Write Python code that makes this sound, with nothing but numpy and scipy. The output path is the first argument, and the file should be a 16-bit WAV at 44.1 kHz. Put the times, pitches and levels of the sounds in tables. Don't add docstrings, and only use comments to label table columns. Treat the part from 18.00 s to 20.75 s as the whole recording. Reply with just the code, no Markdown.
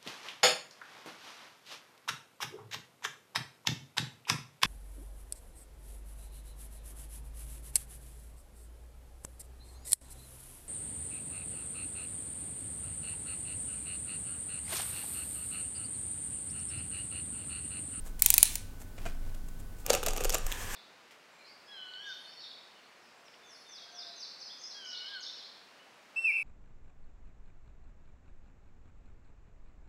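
import sys
import numpy as np
from scipy import signal
from scipy.fft import rfft, irfft
from scipy.io import wavfile

SR = 44100
rng = np.random.default_rng(int(sys.argv[2]) if len(sys.argv) > 2 else 0)


def materialize(psi):
    bounded = np.clip(np.atleast_2d(psi).T, -1, 1)
    quanta = np.round(bounded * 32767).astype(np.int16)
    wavfile.write(sys.argv[1], SR, quanta)


N = 121275
T = np.arange(N) / SR

# t/s, rattle level/dB, decay/s, blade f/Hz,
# blade level/dB, spring level/dB, hollow f/Hz
NOTCHES = [(0.1929, -36.5, 0.0095, 7800, -38, -44.5, 3080), (0.2217, -9, 0.0025, 7800, 2, 4, 3080),
           (0.2612, -9, 0.0024, 7300, 2, 6, 3120), (0.3033, -10.5, 0.0029, 7650, 6, 5.5, 2780),
           (.3400, -10, 0.003, 7000, -4, 5, 2500), (0.3803, -7.5, 0.0028, 7100, 0, 5, 2500),
           (0.4292, -3.5, 0.0024, 9700, 10.5, -2, 4180), (0.548, -40, 0.0013, 7000, -33, -38, 2700),
           (0.555, -19, 0.0027, 7270, -12, -23, 2760)]
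# f/Hz, level/dB
HANDLE_EQ = [(300, -30.5), (520, -27.5), (680, -13.5), (950, -12), (1250, -19), (2500, -5.5), (3100, -10),
             (4200, -6), (5100, -8), (7600, -2), (10000, -1.5), (11200, -4), (15300, -5), (16500, 0)]

def rattle():
    hits = sum(amp(db) * burst(at, decay, grain_db=7) for at, db, decay, *_ in NOTCHES)
    sliding = (T > NOTCHES[1][0]) & (T < NOTCHES[-2][0])
    scrape = amp(-42.5) * sliding * crackle(3500, spread_db=0.5)
    return colour(hits + scrape, HANDLE_EQ)

# f/Hz, width/Hz, level/dB
SPRING_MODES = [(13700, 430, -3), (14100, 600, 2.5)]

def chime():
    out = 0
    for at, db, _, blade_hz, blade_db, spring_db, hollow_hz in NOTCHES:
        strike = impulse(at)
        blade = amp(blade_db) * ring(strike, [(blade_hz, 800, 0)])
        hollow = amp(db + 1) * ring(strike, [(hollow_hz, 380, 0)])
        spring = amp(spring_db) * ring(strike, SPRING_MODES)
        out = out + blade + hollow - spring
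    return cut(out, 1700, "high")

# t/s, snap level/dB, parcel ring level/dB, decay/s, low-pass f/Hz
JERKS = [(1.864, -23, -44, 0.0013, 16000), (1.898, -28.5, -30, 0.0047, 12000),
         (1.9023, -10.5, -21, 0.0033, 6000), (1.9327, -17.5, -35, 0.0015, 12900),
         (1.939, -20, -31, 0.0027, 8000), (1.9496, -22.5, -27.5, 0.0035, 12200),
         (2.030, -34.5, -31, 0.0049, 14000), (2.036, -28, -35, 0.0011, 14000),
         (2.063, -22, -38, 0.0027, 14900), (2.068, -26.5, -33.5, 0.004, 8000),
         (2.084, -23, -28.5, 0.0038, 10100), (2.107, -29, -66, 0.0014, 9900),
         (2.134, -32.5, -37, 0.003, 11700), (2.1638, -30, -37.5, 0.0036, 9700),
         (2.175, -26, -54, 0.00061, 15300), (2.18, -25, -30.5, 0.0015, 5970),
         (2.2065, -33.5, -35, 0.0093, 10300), (2.238, -26, -52, 0.0012, 15100),
         (2.2464, -22.5, -34, 0.0024, 11000), (2.2516, -27, -30.5, 0.0045, 10900),
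         (2.295, -21, -38, 0.0021, 13500), (2.303, -20.5, -36, 0.0017, 9000),
         (2.325, -31, -55, 0.0094, 10000), (2.337, -29, -35, 0.0048, 8950),
         (2.344, -18.5, -32, 0.001, 16000), (2.3468, -21, -32, 0.0035, 10000),
         (2.3528, -25, -28, 0.0023, 9000), (2.383, -30.5, -37, 0.0019, 14300),
         (2.466, -28.5, -41, 0.0025, 13800)]
# t/s, level/dB
DRAG_FADER = [(1.84, -63), (1.89, -45.5), (1.92, -39.5), (1.96, -41.5), (2.01, -54), (2.08, -46.5),
              (2.15, -51.5), (2.21, -45.5), (2.28, -52.5), (2.37, -47), (2.42, -57), (2.55, -58),
              (2.75, -53.5)]
# f/Hz, level/dB
TAPE_EQ = [(400, -14), (1500, -9.5), (2700, -6), (4200, -8.5), (7000, 0), (8300, -3.5), (11000, -8.5),
           (13200, 0.5), (16000, -9)]
# f/Hz, width/Hz, level/dB
PARCEL_MODES = [(438, 92, -3), (500, 137, -2), (735, 65, -2.5), (1192, 120, -5), (2600, 460, -12.5),
                (3700, 2900, -24.5)]
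# peak t/s, level/dB, f/Hz
KNOCKS = [(1.906, -16, 522), (1.9415, -20, 560), (2.0745, -26, 650), (2.2126, -33.5, 407),
          (2.256, -29, 483), (2.349, -28.5, 618)]

def tape():
    drag = curve(DRAG_FADER) * crackle(1500, spread_db=0)
    fray = sum(amp(db - 13.5) * np.exp(-np.abs(T - at) / 0.0022) for at, db, *_ in JERKS) * noise()
    snaps = cut(amp(-1) * drag + fray, 9530, "low")
    push = amp(4) * drag
    for at, snap_db, ring_db, decay, bright_hz in JERKS:
        tear = burst(at, decay, grain_db=5.5)
        strength = np.linalg.norm(tear)
        crack = amp(-6) * strength * impulse(at)
        release = strength * impulse(at + 0.00101)
        snaps += amp(snap_db) * cut(crack + tear, bright_hz, "low")
        push += amp(ring_db) * (release + tear)
    body = cut(ring(push, PARCEL_MODES), 315, "high", order=4)
    thump = amp(-5.5) * cut(ring(drag, [(106, 200, 0)]), 380, "low")
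    knocks = sum(amp(db) * knock(at, hz, rise=0.0022, fall=0.003) for at, db, hz in KNOCKS)
    return colour(snaps, TAPE_EQ) + thump + knocks + cut(body, 4900, "low")

# t/s, level/dB
RASP_FADER = [(2.38, -64), (2.46, -51.5), (2.51, -44), (2.56, -45.5), (2.62, -42), (2.68, -45), (2.75, -38)]
# f/Hz, level/dB
FOAM_EQ = [(200, -18.5), (600, -14.5), (1050, 0), (1350, -9), (1750, 2), (2100, -4.5), (3400, -8.5),
           (4300, -13.5), (6200, -8), (8200, -8.5), (11000, -16.5), (12700, -10.5), (16000, -22.5)]
# t/s, level/dB
BLADE_TICKS = [(2.518, -27.5), (2.5234, -25)]

def foam():
    rasp = curve(RASP_FADER) * colour(crackle(7700, spread_db=1.5), FOAM_EQ)
    ticks = sum(amp(db) * burst(at, decay=0.00073) for at, db in BLADE_TICKS)
    return rasp + ring(ticks, [(3210, 350, 0)]) + colour(ticks, TAPE_EQ)

# t/s, level/dB, decay/s
PATS = [(0.980, -44.5, 0.012), (1.053, -41, 0.006), (1.061, -36.5, 0.013), (1.346, -49.5, 0.0055)]
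# f/Hz, level/dB
PAT_EQ = [(100, -2.5), (250, 3.5), (560, -0.5), (680, 4.5), (860, -6.5), (1500, -1.5), (2000, -6),
          (2450, -0.5), (4000, -16.5), (8000, -13), (15000, -47)]
# t/s, level/dB
PRESS_FADER = [(.96, -64), (1.02, -55), (1.085, -48), (1.125, -60.5), (1.19, -70.5), (1.27, -57.5),
               (1.36, -63), (1.45, -75)]
# f/Hz, level/dB
PRESS_EQ = [(200, 1), (700, -7), (2500, -12.5), (5000, -17), (15000, -23.5)]
# peak t/s, level/dB, half length/s
BRUSHES = [(0.071, -51.5, 0.022), (0.817, -52, 0.016), (1.349, -51, 0.0036), (1.487, -52.5, 0.0052),
           (1.603, -56.5, 0.012), (1.801, -57, 0.029)]
# f/Hz, level/dB
SKIN_EQ = [(500, 6), (3000, -5), (5000, -7.5), (7500, 2.5), (11000, -2.5), (13000, -1.5), (16000, -14)]

def hand():
    pats = sum(amp(db) * burst(at, decay, grain_db=2) for at, db, decay in PATS)
    tap = amp(-36) * knock(at=1.064, hz=683, rise=0.0058, fall=0.0058)
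    rustle = curve(PRESS_FADER) * crackle(1500, spread_db=6)
    touch = sum(amp(db) * np.exp(-((T - at) / half) ** 2) for at, db, half in BRUSHES)
    brushes = touch * crackle(3980, spread_db=7)
    return colour(pats, PAT_EQ) + tap + colour(rustle, PRESS_EQ) + colour(brushes, SKIN_EQ)

# t/s, level/dB
SWAY_FADER = [(0, -37.5), (.6, -43), (.95, -46.5), (1.04, -33.5), (1.3, -33.5), (1.42, -36.5), (1.8, -44),
              (2.02, -39), (2.12, -28), (2.19, -39), (2.28, -25.5), (2.38, -41), (2.46, -27), (2.56, -44),
              (2.75, -38)]

def desk():
    wander = unit(ring(noise(), [(13.1, 31, 0)]))
    return curve(SWAY_FADER) * tone(20.6 * (1 + 0.14 * wander))

# f/Hz, level/dB
WALL_EQ = [(200, -7), (1000, -4.5), (2000, -4), (3700, -2), (5600, -2), (7500, -6), (9500, -0.5),
           (12500, -7), (16000, -14)]

def room(x):
    t60_s, build_s, slap_s, air_hz = 0.53, 0.005, 0.0255, 13500
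    hz, times, cells = signal.stft(rng.standard_normal(SR), SR)
    decay_rate = np.log(1000) / t60_s * (1 + (hz / air_hz) ** 2)
    tail = signal.istft(cells * np.exp(-np.outer(decay_rate, times)), SR)[1][:SR]
    tail *= 1 - np.exp(-T[:SR] / build_s)
    echoes = amp(-13.5) * tail / np.linalg.norm(tail) + amp(-19.5) * impulse(slap_s)[:SR]
    return signal.fftconvolve(x, colour(echoes, WALL_EQ))[:N]

# f/Hz, level/dB
BED_EQ = [(21, -35.5), (35, -4.5), (82, -19.5), (120, -23.5), (151, -27), (258, -24), (317, -31.5),
          (819, -38.5), (1300, -42), (1510, -43), (1810, -44), (2110, -46), (3910, -49.5), (16000, -50)]
# f/Hz, width/Hz, level/dB
HUM_BANDS = [(93.3, 13.3, -54), (157.5, 3.5, -65)]

def room_tone():
    hum = sum(amp(db) * unit(ring(ring(noise(), [(hz, width, 0)]), [(hz, width, 0)]))
              for hz, width, db in HUM_BANDS)
    waver = unit(cut(noise(), 14, "low"))
    whine = amp(-69) * tone(1500 * (1 + 0.00386 * waver))
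    return amp(-48) * unit(colour(noise(), BED_EQ)) + hum + whine

def burst(at, decay, grain_db=0):
    size, contact_s, even_below_hz = 4096, 0.00028, 790
    sign, grain = rng.standard_normal((2, size))
    age = T[1:size + 1]
    fade = np.exp(-age / decay)
    x = np.sign(sign) * amp(grain_db * grain) * fade * (1 - np.exp(-age / contact_s))
    evenness = 1 / (1 + (np.fft.rfftfreq(size, 1 / SR) / even_below_hz) ** 2)
    spectrum = rfft(x / np.linalg.norm(x))
    x = irfft(spectrum / (np.abs(spectrum) + 1e-12) ** evenness) * fade ** 0.1
    x *= np.sqrt(decay * SR / 2 / np.sum(x ** 2))
    return np.concatenate([np.zeros(int(at * SR)), x, np.zeros(N)])[:N]

def knock(at, hz, rise, fall):
    age = T - at
    return np.exp(-(age / np.where(age < 0, rise, fall)) ** 2) * np.sin(2 * np.pi * hz * age)

def crackle(per_s, spread_db):
    clicks = (rng.random(N) < per_s / SR) * np.sign(noise())
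    return unit(clicks * amp(spread_db * np.clip(noise(), -2, 2)))

def ring(x, modes):
    t = T[:SR // 4]
    response = sum(amp(db) * width * np.exp(-np.pi * width * t) * np.cos(2 * np.pi * hz * t)
                   for hz, width, db in modes)
    response[0] /= 2
    return signal.fftconvolve(x, response / np.linalg.norm(response))[:N]

def colour(x, points):
    hz, db = np.array(points).T
    size = 8192
    f = np.maximum(np.fft.rfftfreq(size, 1 / SR), 1)
    gain = amp(np.interp(np.log(f), np.log(hz), db)) / np.sqrt(1 + (hz[0] / 2 / f) ** 4)
    cepstrum = irfft(np.log(gain))
    cepstrum[1:size // 2] *= 2
    cepstrum[size // 2 + 1:] = 0
    response = irfft(np.exp(rfft(cepstrum)))
    return signal.fftconvolve(x, response / np.linalg.norm(response))[:N]

def cut(x, hz, kind, order=2):
    return signal.sosfilt(signal.butter(order, hz, kind, fs=SR, output="sos"), x)

def curve(points):
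    return amp(np.interp(T, *np.array(points).T, left=-120))

def tone(hz):
    return unit(np.sin(2 * np.pi * np.cumsum(hz) / SR))

def impulse(at):
    return signal.unit_impulse(N, int(at * SR))

def noise():
    return rng.standard_normal(N)

def amp(db):
    return 10 ** (np.asarray(db) / 20)

def unit(x):
    return x / np.sqrt(np.mean(x ** 2))

def scene():
    directions = 3
    parcel = tape() + foam() + hand()
    rings = chime()
    rattle_echo = sum(room(rattle()) for _ in range(directions)) / np.sqrt(directions)
    chime_echo = amp(-9) * room(rings)
    cutter = rattle() + rings + rattle_echo + chime_echo
    parcel_echo = amp(-1) * room(cut(parcel, 12000, "low"))
    return (cutter + parcel + parcel_echo + desk() + room_tone())[None]

def record(dry):
    return signal.sosfilt(signal.ellip(8, .2, 70, 15850, fs=SR, output="sos"), dry)

dry = scene()
out = record(dry)
materialize(out)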